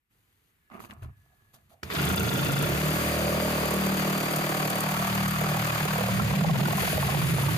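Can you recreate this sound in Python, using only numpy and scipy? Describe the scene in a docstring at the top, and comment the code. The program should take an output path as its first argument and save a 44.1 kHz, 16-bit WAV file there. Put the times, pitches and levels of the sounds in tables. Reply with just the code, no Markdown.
"""A cordless saw cuts a plastic hose

A reciprocating (back-and-forth) saw is pushed into a foam-lined cavity, set on a ribbed hose and started.
Every stroke thumps the housing, knocks the hose and clacks in the drive while the teeth rasp.
Once the hose hangs loose it booms freely and slaps about on every other stroke or so.
Sounds are built in two rows: mid (what both ears share) and side (how they differ)."""
import sys
import numpy as np
from scipy import signal
from scipy.fft import rfft, irfft, next_fast_len
from scipy.io import wavfile
from scipy.ndimage import uniform_filter1d

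SR = 44100
rng = np.random.default_rng(int(sys.argv[2]) if len(sys.argv) > 2 else 0)


def to_wav(sig):
    """Store sig (one row per channel, or 1-D mono) as 16-bit WAV at the path in sys.argv[1].

    Samples outside -1..1 are clipped; the rate is SR.
    """
    pcm = np.clip(np.atleast_2d(sig), -1, 1) * 32767
    pcm = np.round(pcm).astype(np.int16)
    wavfile.write(sys.argv[1], SR, pcm.T)  # frames by channels


N = 333837
TIME_S = np.arange(N) / SR
FFT_SIZE = next_fast_len(N + SR // 4)

# Saw speed; one crank turn is one stroke: time_s, strokes_per_s
STROKE_RATE = [(1.9, 22.17), (2.0, 26.83), (2.13, 28.1), (2.35, 27.72), (2.6, 27.93), (2.75, 36.62),
               (2.9, 38.63), (3.2, 38.84), (3.6, 38.51), (4.0, 38.22), (4.4, 38.35), (4.8, 37.68),
               (5.2, 38.35), (5.6, 38.37), (6.0, 38.63), (6.3, 37.0), (6.45, 41.0), (7.57, 40.5)]
# Strength of the four low booms: time_s, frame_db, floor_db, panel_db, hose_db
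BOOM_LEVELS = [(1.829, -60.5, -59, -59, -53), (1.845, -43.5, -50, -48, -55), (1.89, -45, -48, -52, -53),
               (1.96, -54, -50, -50, -45), (1.978, -37, -37, -36, -35), (2.16, -30.5, -29, -30.5, -26.5),
               (2.3, -38.5, -31.5, -34, -30.5), (2.54, -41, -33, -24.5, -35), (2.8, -38, -38, -30.5, -32.5),
               (3.55, -38.5, -37, -32.5, -34.5), (3.82, -42, -41, -36.5, -29), (4.1, -52, -35, -31.5, -35),
               (4.35, -53, -41, -36.5, -32.5), (4.8, -57, -39.5, -38.5, -34.5),
               (5.15, -42, -35, -32.5, -29.5), (5.76, -42, -31, -30, -36.5),
               (6.11, -43, -32.5, -33.5, -26.5), (6.3, -41, -33, -31.5, -31), (6.5, -41, -35, -21, -31),
               (6.78, -36, -30.5, -28.5, -27), (6.9, -37, -40, -31.5, -35), (7.03, -39, -36, -24, -32),
               (7.57, -31.5, -30, -23.5, -51)]
# Their modes (pitches at which a thing likes to ring), in that order: pitch_hz, base_width_hz, delay_s
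BOOM_MODES = [(78, 25, .004), (118, 25, -.003), (143, 28, .0015), (190, 25, 0.)]
# Knocks in the hose as the cut deepens: time_s, wall_db, bore_db, rib_db
KNOCK_LEVELS = [(2.01, -35, -48, -39.5), (2.2, -35.5, -44, -42), (2.9, -34, -36, -42),
                (3.28, -33.5, -29.5, -37), (3.62, -32, -32.5, -37), (4.18, -34, -37, -39),
                (4.7, -36.5, -35.5, -35.5), (5.05, -43, -41, -35.5), (5.2, -43, -39.5, -37.5),
                (5.33, -46.5, -49, -47), (5.45, -39.5, -37.5, -35.5), (6.05, -46, -40, -43),
                (6.47, -41.5, -45, -41.5), (6.88, -41.5, -48, -40), (7.57, -41, -44, -48.5)]
# Modes of the hose's wall, bore (hollow inside) and ribs: pitch_hz, base_width_hz, gain_db
WALL_MODES = [(231, 52, 1), (264, 67, 1), (319.3, 42, 6.5), (395, 110, -2), (482, 29, 0)]
BORE_MODES = [(575.6, 63, 5.5), (637, 48, -3.5)]
RIB_MODES = [(683, 55, 2), (774, 20.5, -1), (896, 70, -4.5), (1120, 36, -4.5)]
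# Strength of the teeth and the drive: time_s, rasp_db, clatter_db
CUT_LEVELS = [(2.02, -32.5, -38.5), (2.25, -37, -40), (2.75, -35, -40), (2.95, -34.5, -38.5),
              (3.35, -36, -41), (3.6, -35, -40), (4.66, -36, -40.5), (5.17, -35.5, -41), (5.34, -37, -42.5),
              (5.65, -34, -40), (6.1, -35.5, -42), (6.5, -36, -45), (6.75, -34, -40), (6.87, -29, -34),
              (6.98, -34.5, -41.5), (7.57, -34.5, -40)]
# Where in a turn the teeth bite hardest, and how much they throb: time_s, position_turns, depth_db
THROB = [(1.9, 1.3, 2.5), (2.4, 1.3, 2), (2.8, 1.2, 1), (3.8, 1.1, 1), (4.2, .93, 3), (5.9, .95, 2.8),
         (6.2, .95, 1), (6.45, 1.15, 2.8), (7.0, 1.2, 1.5)]
# Slack in the drive, which sets how hard it clacks: time_s, slack_0_to_1
DRIVE_SLACK = [(1.9, .6), (2.05, 1.), (2.6, .9), (2.8, .4), (3.5, .4), (3.9, .9), (4.7, 1.), (5.9, .85),
               (6.1, .4)]
# Tone color of the teeth and the drive: frequency_hz, gain_db
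RASP_SPECTRUM = [(530, -10.5), (900, -2), (1020, -1), (1160, 0), (1620, -2), (2310, -4), (2510, -4.5),
                 (3170, -8), (3500, -8), (3810, -10.5), (4740, -9.5), (5400, -15), (5700, -68), (7410, -18),
                 (12500, -120)]
CLATTER_SPECTRUM = [(3120, -27), (5300, -51), (5600, 4), (6410, 7), (7220, 5), (8150, 0.5), (8690, 5),
                    (9360, 3.5), (11900, 6.5), (15100, 7.5), (16000, -18)]
# Single hits: start_s, level_db, pitch_hz
HOSE_SLAPS = [(2.006, -23.5, 388), (5.411, -25, 640), (5.438, -25, 605), (5.545, -25, 755),
              (5.567, -23, 646), (5.726, -27, 1200), (5.805, -25, 1155), (5.853, -22, 560),
              (5.907, -26, 1200), (5.984, -21.5, 676), (6.008, -21, 610), (6.036, -23.5, 696),
              (6.069, -29, 700), (6.087, -20, 700), (6.196, -20, 990), (6.305, -27, 940), (6.335, -23, 770),
              (6.372, -28, 770), (6.407, -27.5, 966), (6.444, -18, 793), (6.493, -19, 760),
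              (6.544, -24, 955), (6.555, -24.5, 716), (6.595, -25.5, 833), (6.631, -23.5, 730),
              (6.655, -23, 1046), (6.682, -21.5, 700), (6.706, -24.5, 820), (6.73, -20, 870),
              (6.78, -20, 1040), (6.829, -20, 671), (6.876, -20, 780), (6.929, -19.5, 466),
              (6.978, -19.5, 643), (7.027, -21, 863), (7.08, -27, 1010), (7.089, -21.5, 790),
              (7.123, -30, 804), (7.142, -22, 720), (7.215, -28, 885), (7.34, -29, 563), (7.383, -24, 653),
              (7.434, -24, 940), (7.484, -23.5, 1164), (7.54, -28.5, 910)]  # the hose hits the blade and the shoe (the saw's metal rest)
DRIVE_CLACKS = [(2.0523, -21, 11600), (2.16, -21, 12700), (2.087, -26, 8600), (3.6, -28, 11000),
                (3.74, -21, 10800), (4.325, -28, 11200), (4.36, -25, 10700), (4.7, -23, 11800),
                (4.755, -28, 11300), (4.8048, -24, 11500), (5.308, -22, 14000), (5.9802, -26, 13200),
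                (6.727, -36, 11600), (7.0094, -30, 10100), (7.2673, -27, 11100)]  # the drive's sharpest clacks
CLINKS = [(1.832, -36, 4900), (1.9233, -36, 3680), (1.9507, -30, 3900), (1.9836, -28, 2890),
          (2.2396, -31, 4500), (2.2889, -29, 3600), (2.3832, -31, 2850), (2.4556, -32, 2850)]  # the trigger, and the loose blade settling in
TICKS = [(0.7, -48, 802), (0.716, -46, 1170), (0.744, -45, 1150), (0.765, -46, 1080), (0.908, -38.5, 1740),
         (0.915, -45, 1490), (0.909, -52, 9000), (0.935, -53, 8000), (1.029, -46, 1440),
         (1.033, -52, 10000), (1.046, -44, 1010), (1.545, -53, 5540), (1.832, -28, 1300),
         (1.901, -27, 1320)]  # small ticks of blade and trigger
HOSE_CREAKS = [(1.3, -67, 720), (1.555, -62, 657), (1.705, -54.5, 674)]  # the saw leans on the hose
# Blade and shoe ringing as they rub: start_s, end_s, pitch_hz, base_width_hz, level_db
METAL_RINGS = [(1.89, 1.95, 3620, 150, -49), (2.9, 4.0, 1170, 90, -48), (3.95, 6.1, 1200, 200, -43.5),
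               (7.1, 7.57, 1150, 120, -48), (1.95, 7.57, 6390, 150, -57), (2.7, 7.57, 7000, 200, -57),
               (2.9, 7.57, 8930, 220, -58), (2.9, 3.7, 9920, 200, -53), (2.7, 5.6, 11650, 350, -54),
               (6.74, 7.0, 10100, 130, -43.5), (7.17, 7.5, 9980, 130, -46.5), (6.55, 7.05, 12180, 150, -49),
               (6.75, 7.25, 11350, 150, -50.5)]
# Modes of the blade while it settles in: pitch_hz, base_width_hz, level_db, position_turns
CHATTER_MODES = [(1400, 70, -41, .15), (3450, 220, -43.5, .4), (2740, 110, -48, 0.), (4850, 200, -51, .3)]
# The tones in one slap: pitch_multiple, gain_db
SLAP_TONES = [(.76, -2), (1., 0), (1.32, -3)]
# Whine of the gears: time_s, level_db
WHINE_LEVELS = [(1.9, -70), (2.0, -57), (2.6, -58), (2.8, -60), (2.9, -48.5), (4.8, -49.5), (5.2, -54),
                (6.0, -55), (6.3, -70)]
# Moves of the saw into place: start_s, hold_s, rumble_db, rub_db, foam_rustle_db
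MOVES = [(0.112, 0.38, -83, -99, -79), (0.705, 0.025, -66, -49.5, -72), (0.73, 0.036, -65, -49, -68),
         (0.79, 0.054, -59, -53, -57), (0.884, 0.032, -54, -52, -65), (0.962, 0.05, -51, -68, -77),
         (1.017, 0.01, -37, -52, -61), (1.04, 0.017, -49, -66, -82), (1.16, 0.5, -69.5, -77.5, -78),
         (1.53, 0.0087, -64, -66, -57), (1.688, 0.036, -64.5, -69, -67.5)]
# Tone color of those moves: frequency_hz, gain_db
RUMBLE_SPECTRUM = [(15, -44), (25, -15), (81, 8), (129, 7), (182, -13), (215, -26), (300, -18), (390, -56),
                   (660, -120)]
RUB_SPECTRUM = [(110, -33), (190, -3), (215, 1), (285, -18), (349, -11), (517, -23), (678, -11), (868, -19),
                (1200, -12), (1540, -25), (2800, -27), (3640, -57), (6160, -120)]
RUSTLE_SPECTRUM = [(1350, -7), (2300, -17), (3260, -7.5), (4850, -8.5), (5480, -22), (5990, -8),
                   (8090, -14), (13000, -5), (16000, -21)]
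# A faint whistle: time_s, level_db
WHISTLE_LEVELS, WHISTLE_HZ = [(.6, -92), (.68, -78), (1.1, -78), (1.45, -79), (1.6, -82)], 1696
# Tone color of the background air: frequency_hz, gain_db
AIR_SPECTRUM, AIR_DB = [(18, -36), (30, 2.5), (93, 3), (473, -15.5), (540, -22), (1960, -13.5),
                        (5450, -27.5), (14800, -20), (16000, -28)], -72.5
# Stereo width: frequency_hz, side_gain_db
STEREO_WIDTH = [(60, -13), (110, -16.5), (200, -12), (380, -3), (700, -6), (1290, 2.5), (2380, 2),
                (4400, -0.5), (8120, -2.5), (15000, 1.5)]
# Stereo balance: frequency_hz, left_minus_right_db
STEREO_BALANCE = [(60, 1), (110, -1.5), (200, -2.5), (380, -13), (700, -7), (1290, -3.5), (2380, 5.5),
                  (4400, 1.5), (8120, 2.5), (15000, 0.5)]

TRIGGER_S, CATCH_S, FULL_S = 1.83, 1.905, 2.017  # trigger pulled, motor catches, start-up fade ends
SEATED_S, FREED_S, CHANGE_S = 2.75, 6.04, .15  # blade settles, hose comes free, time each change takes
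SEATING, HELD, HANGING = .45, .25, .7  # hose looseness, 0-1: blade settling, held by the cut, hanging


def boom(turns, loose):
    """Each stroke pushes four low modes; a loose hose also shakes them and strikes them with its slaps."""
    pushes = (1 - loose) * stroke_clicks(turns, .5, spread_db=1.0, jitter_s=.0002)
    shake = 1.15 * loose * rng.standard_normal((2, N))
    slap_s, slap_db, _ = np.transpose(HOSE_SLAPS)
    at = (slap_s * SR).astype(int)
    force = loose[at] * from_db(slap_db + 21.5).clip(0, 1) ** 2  # light slaps barely touch the boom
    strikes, contacts = np.zeros((2, N))
    strikes[at + round(.01 * SR)] = 60 * force
    contacts[at + round(.004 * SR)] = force
    damping = 1 - .95 * np.convolve(contacts, np.hanning(SR // 50), "same")  # contact briefly mutes it
    wander_db = 2.4 + (loose - HELD)
    out = 0
    for db, (hz, width, delay_s) in zip(in_time(BOOM_LEVELS), BOOM_MODES):
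        rise = resonance(pushes[:, ::-1], hz, 1.13 * width)[:, ::-1]  # ringing backwards makes a fade-in
        thump = np.roll(resonance(rise, hz, 1.58 * width), round(delay_s * SR), axis=1)
        shaken = steep_resonance(shake + strikes, hz, width / 3)
        out += from_db(db + wander_db * drift(per_s=8)) * steady(thump + shaken)
    return damping.clip(0, 1) * out


def cutting(turns, loose):
    """The blade knocks the hose and rasps through it; knocks and clatter build up later than the rasp."""
    wall_db, bore_db, rib_db = in_time(KNOCK_LEVELS, before=None)
    rasp_db, clatter_db = in_time(CUT_LEVELS, before=None)
    wall = from_db(wall_db) * hose_knocks(turns, WALL_MODES, .8, chatter=3.5 * loose ** 2, depth_db=.3)
    bore = from_db(bore_db) * hose_knocks(turns, BORE_MODES, .68, chatter=loose, depth_db=2)
    ribs = from_db(rib_db) * hose_knocks(turns, RIB_MODES, .8, chatter=1.6 * loose, depth_db=5)
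    rasp = from_db(rasp_db) * teeth_rasp(turns, loose)
    clatter = from_db(clatter_db) * drive_clatter(turns)
    return start_up(catch_db=-7.5) * rasp + start_up(catch_db=-10.5) * (wall + bore + ribs + clatter)


def hose_knocks(turns, modes, at_turn, chatter, depth_db):
    """One blow a stroke plus tooth chatter rings the hose; each mode wavers as the blade shifts."""
    blows = stroke_clicks(turns, at_turn, spread_db=1.0, jitter_s=.00012)
    teeth = chatter * swell(turns, at_turn + .1, depth_db) * gritty_noise(1.5)
    out = 0
    for k, (hz, width, db) in enumerate(modes):
        gain = from_db(db + 2.5 * drift(per_s=4))
        out += (-1) ** k * gain * steep_resonance(blows + teeth, hz, width)
    return steady(out)


def teeth_rasp(turns, loose):
    """The teeth scrape in time with the stroke; the sound thins once the hose hangs loose."""
    scrape = gritty_noise(1.3) * swell(turns, *in_time(THROB, before=None))
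    rasp = steady(colored(scrape, RASP_SPECTRUM))
    thinning = .55 * (loose / HANGING) ** 2
    return rasp - thinning * resonance(rasp, hz=850, width_hz=850)


def drive_clatter(turns):
    """Gears and fan hiss, with a short clack once a stroke as the drive reverses."""
    reversals = np.abs(stroke_clicks(turns, .7, spread_db=4.5, jitter_s=.001)[0]) / np.sqrt(SR / 38)
    fade = from_db(-60 / (.045 * SR))  # 60 dB down in 45 ms
    clacks = uniform_filter1d(signal.lfilter([1], [1, -fade], reversals), size=90)  # builds over 2 ms
    slack = in_time(DRIVE_SLACK, before=0)[0]
    return steady(colored(gritty_noise(1.2) * (1 + 1.3 * slack * clacks), CLATTER_SPECTRUM))


def start_up(catch_db):
    """The saw's volume as it starts: silence, a kick from the trigger, a lull, then the motor catches."""
    kick_db = -11.5 - 603 * (TIME_S - TRIGGER_S)
    motor_db = np.interp(TIME_S, [CATCH_S - .012, CATCH_S, FULL_S], [-19, catch_db, 0])
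    return from_db(np.maximum(kick_db, motor_db).clip(None, 0)) * (TIME_S >= TRIGGER_S)


def hose_slaps(events, rise_s=.001, hold_s=.005, fade_s=.04):
    """The hose hits blade and shoe: each hollow knock is three tones that die quickly."""
    out, t = np.zeros((2, N + SR)), np.arange(int(fade_s * SR)) / SR
    multiple, db = np.transpose(SLAP_TONES)[:, :, None]
    shape = np.minimum(t / rise_s, 1) * from_db(-60 * (t - hold_s).clip(0) / fade_s)
    for start_s, level_db, hz in events:
        strength, detune, phase = rng.standard_normal((3, 2, len(db), 1))
        pitches = hz * multiple * (1 + .05 * detune)
        tones = from_db(db + 3 * strength) * np.sin(2 * np.pi * (pitches * t + phase))
        add_hit(out, shape * tones.sum(axis=1), start_s, level_db)
    return out[:, :N]


def light_taps(from_s=5.7, gap_s=.0247, chance=.4, low_hz=593, high_hz=1120):
    """Lighter slaps follow the hard ones by chance, a stroke apart: start_s, level_db, pitch_hz."""
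    slap_s = np.array(HOSE_SLAPS)[:, :1]
    next_slap_s = np.append(slap_s[1:], N / SR)[:, None]
    times = slap_s + gap_s * np.arange(1, 8)
    times = times[(times < next_slap_s - gap_s / 2) & (times > from_s)]
    luck, strength, pitch = rng.random((len(times), 3)).T
    taps = np.c_[times, -34 + 8 * strength, low_hz * (high_hz / low_hz) ** pitch]
    return taps[luck < chance]


def metal_rings(turns):
    """Rubbing, pulsed by the stroke, makes blade and shoe ring; each ring flares and sinks on its own."""
    at_turn, depth_db = in_time(THROB, before=None)
    rub = swell(turns, at_turn, 1.4 * depth_db) * gritty_noise(3.55)
    out = 0
    for start_s, end_s, hz, width, db in METAL_RINGS:
        fade = np.interp(TIME_S, [start_s - .05, start_s + .12, end_s - .1, end_s + .25], [0, 1, 1, 0])
        out += fade * from_db(db + 2.5 * drift(per_s=12)) * steady(steep_resonance(rub, hz, width))
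    return out


def blade_chatter(turns):
    """Until the blade settles in, each stroke shakes its modes one after another."""
    fade = np.interp(TIME_S, [CATCH_S, FULL_S, SEATED_S - CHANGE_S, SEATED_S], [0, 1, 1, 0])
    rub = gritty_noise(4.0)
    out = 0
    for hz, width, db, at_turn in CHATTER_MODES:
        pulses = swell(turns, at_turn, depth_db=8) * rub
        out += from_db(db) * steady(steep_resonance(pulses, hz, width))
    return fade * out


def gear_whine(turns, teeth_per_stroke=122.5):
    """A tone at the rate the gear teeth meet, blurred because they meet unevenly."""
    blur = signal.sosfilt(signal.butter(2, 70, fs=SR, output="sos"), rng.standard_normal((2, 2, N)))
    phase = 2 * np.pi * teeth_per_stroke * turns
    return from_db(in_time(WHINE_LEVELS)[0]) * steady(blur[0] * np.cos(phase) + blur[1] * np.sin(phase))


def handling(rise_s=.012):
    """Moving the saw into place rumbles, rubs and rustles the foam, until the trigger is pulled."""
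    out, t = 0, TIME_S[:round(TRIGGER_S * SR)]
    layers = zip([RUMBLE_SPECTRUM, RUB_SPECTRUM, RUSTLE_SPECTRUM], [.7, 4.0, 2.2], [163, 245, 600])
    for k, (spectrum, grit_db, fade_db_per_s) in enumerate(layers):
        power = np.zeros(N)
        for start_s, hold_s, *levels_db in MOVES:
            rise = np.clip((t - start_s) / rise_s, 0, 1)
            fading_s = (t - start_s - rise_s - hold_s).clip(0, 1)
            power[:len(t)] += (rise * from_db(levels_db[k] - fade_db_per_s * fading_s)) ** 2
        out += np.sqrt(power) * steady(colored(gritty_noise(grit_db), spectrum))
    return out


def whistle(width_hz=65, end_s=1.8):
    """A faint wavering whistle before the saw starts: noise narrowed to one pitch."""
    narrow = resonance(rng.standard_normal((2, N)), WHISTLE_HZ, width_hz)
    level_db = in_time(WHISTLE_LEVELS + [(end_s, -110)])[0]
    return from_db(level_db) * steady(resonance(narrow, WHISTLE_HZ, width_hz))


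def air():
    """Soft background noise, fainter for the first tenth of a second."""
    hush_db = np.interp(TIME_S, [.09, .11], [-12, 0])
    return from_db(AIR_DB + hush_db) * steady(colored(rng.standard_normal((2, N)), AIR_SPECTRUM))


def short_hits(events, fade_s, noise_share, rise_s, breadth):
    """Clinks, clacks, creaks or ticks: part tone, part noise, dying by 60 dB over fade_s."""
    out, t = np.zeros((2, N + SR)), np.arange(int(fade_s * SR)) / SR
    shape = np.minimum(t / rise_s, 1) * from_db(-60 * t / fade_s)
    for start_s, level_db, hz in events:
        noise = steep_resonance(rng.standard_normal((2, len(t))), hz, hz * breadth)
        ring = (1 - noise_share) * np.sin(2 * np.pi * hz * t) + noise_share * noise / noise.std()
        add_hit(out, shape * ring, start_s, level_db)
    return out[:, :N]


def add_hit(track, hit, start_s, peak_db):
    """Scale a hit to its peak level and add it to the track."""
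    i = round(start_s * SR)
    track[:, i:i + hit.shape[1]] += from_db(peak_db) * hit / np.abs(hit).max(axis=1, keepdims=True)


def stroke_clicks(turns, at_turn, spread_db, jitter_s):
    """One click a stroke at a set point of the crank turn, uneven in time and strength."""
    at = np.flatnonzero(np.diff(np.floor(turns - at_turn)) > 0)
    draw = rng.standard_normal((len(at), 3))
    at = (at + draw[:, 0] * jitter_s * SR).astype(int).clip(0, N - 1)
    out = np.zeros((2, N))
    out[:, at] = np.sqrt(SR / 38) * from_db(spread_db * draw[:, 1:].T)  # power near 1 at 38 strokes/s
    return out


def swell(turns, at_turn, depth_db):
    """A volume that peaks once a stroke."""
    return from_db(depth_db * np.cos(2 * np.pi * (turns - at_turn)))


def gritty_noise(grit_db):
    """Noise whose level jumps every 40 samples."""
    grains = np.repeat(rng.exponential(1, N // 40 + 1), 40)[:N].clip(0, 5)
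    return from_db(grit_db * grains) * rng.standard_normal((2, N))


def drift(per_s):
    """A slow random wander around zero."""
    points = rng.standard_normal(N // 1000)
    return np.interp(TIME_S * per_s, np.arange(len(points)), points)


def resonance(x, hz, width_hz):
    """Make a sound ring at one pitch; a smaller width rings longer."""
    r = np.exp(-np.pi * width_hz / SR)
    feedback = [1, -2 * r * np.cos(2 * np.pi * hz / SR), r * r]
    return signal.lfilter([(1 - r * r) / 2, 0, (r * r - 1) / 2], feedback, x + 1e-18)


def steep_resonance(x, hz, base_width_hz):
    """Two wider resonances in a row, which shut out far-off pitches better."""
    return resonance(resonance(x, hz, 2 * base_width_hz), hz, 2 * base_width_hz)


def colored(x, spectrum):
    """Give a sound the tone color in a table."""
    return irfft(rfft(x, FFT_SIZE) * spectrum_gain(spectrum), FFT_SIZE)[:, :N]


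def spectrum_gain(spectrum):
    """Turn rows of frequency_hz, gain_db into a gain for every frequency."""
    hz, db = np.transpose(spectrum)
    return from_db(np.interp(np.log(np.fft.rfftfreq(FFT_SIZE, 1 / SR) + 1), np.log(hz + 1), db))


def steady(x):
    """Hold the mid's level near 1, averaged over a few strokes."""
    return x / np.sqrt(uniform_filter1d(x[0] ** 2, size=SR // 6).clip(0) + 1e-12)


def in_time(rows, before=-120.):
    """Join a table's timed rows with straight lines: one curve for each value column."""
    times, *columns = np.transpose(rows)
    return [np.interp(TIME_S, times, column, left=before) for column in columns]


def from_db(db):
    """Turn decibels into a multiplier."""
    return 10 ** (np.asarray(db) / 20)


def stereo(sound, lead=.3):
    """Turn mid and side into left and right; some mid joins the side a quarter cycle ahead."""
    mid, side = rfft(sound, FFT_SIZE)
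    side = (np.sqrt(1 - lead ** 2) * side + 1j * lead * mid) * spectrum_gain(STEREO_WIDTH)
    lean = np.sqrt(spectrum_gain(STEREO_BALANCE))
    return irfft([(mid + side) * lean, (mid - side) / lean], FFT_SIZE)[:, :N]


def scene():
    """Add up all the sounds; the count of crank turns keeps the saw's layers in step."""
    turns = .877 + np.cumsum(in_time(STROKE_RATE, before=0)[0]) / SR
    change_times = [SEATED_S, SEATED_S + CHANGE_S, FREED_S, FREED_S + CHANGE_S]
    loose = np.interp(TIME_S, change_times, [SEATING, HELD, HELD, HANGING])
    background = air()
    saw = boom(turns, loose) + cutting(turns, loose)
    saw += metal_rings(turns) + blade_chatter(turns) + gear_whine(turns)
    slaps = hose_slaps([*HOSE_SLAPS, *light_taps()])
    clinks = short_hits(CLINKS, fade_s=.05, noise_share=.7, rise_s=.001, breadth=.3)
    clacks = short_hits(DRIVE_CLACKS, fade_s=.025, noise_share=.9, rise_s=.0015, breadth=.5)
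    moves = handling()
    creaks = short_hits(HOSE_CREAKS, fade_s=.25, noise_share=.8, rise_s=.025, breadth=.12)
    ticks = short_hits(TICKS, fade_s=.014, noise_share=.51, rise_s=.0019, breadth=.54)
    return stereo(saw + slaps + clinks + clacks + moves + creaks + ticks + whistle() + background)


def record(dry, threshold_db=-17.47, cutoff_hz=16300):
    """A fast limiter turns down the loud peaks, then the highest treble is cut."""
    over_db = np.maximum(20 * np.log10(np.abs(dry).max(axis=0) + 1e-9) - threshold_db, 0)
    release_db = 250 * TIME_S
    held_db = np.maximum.accumulate(over_db + release_db) - release_db
    gain = from_db(-.8 * uniform_filter1d(held_db, size=64))
    return signal.sosfilt(signal.cheby2(12, 70, cutoff_hz, fs=SR, output="sos"), dry * gain)


dry = scene()
out = record(dry)
to_wav(out)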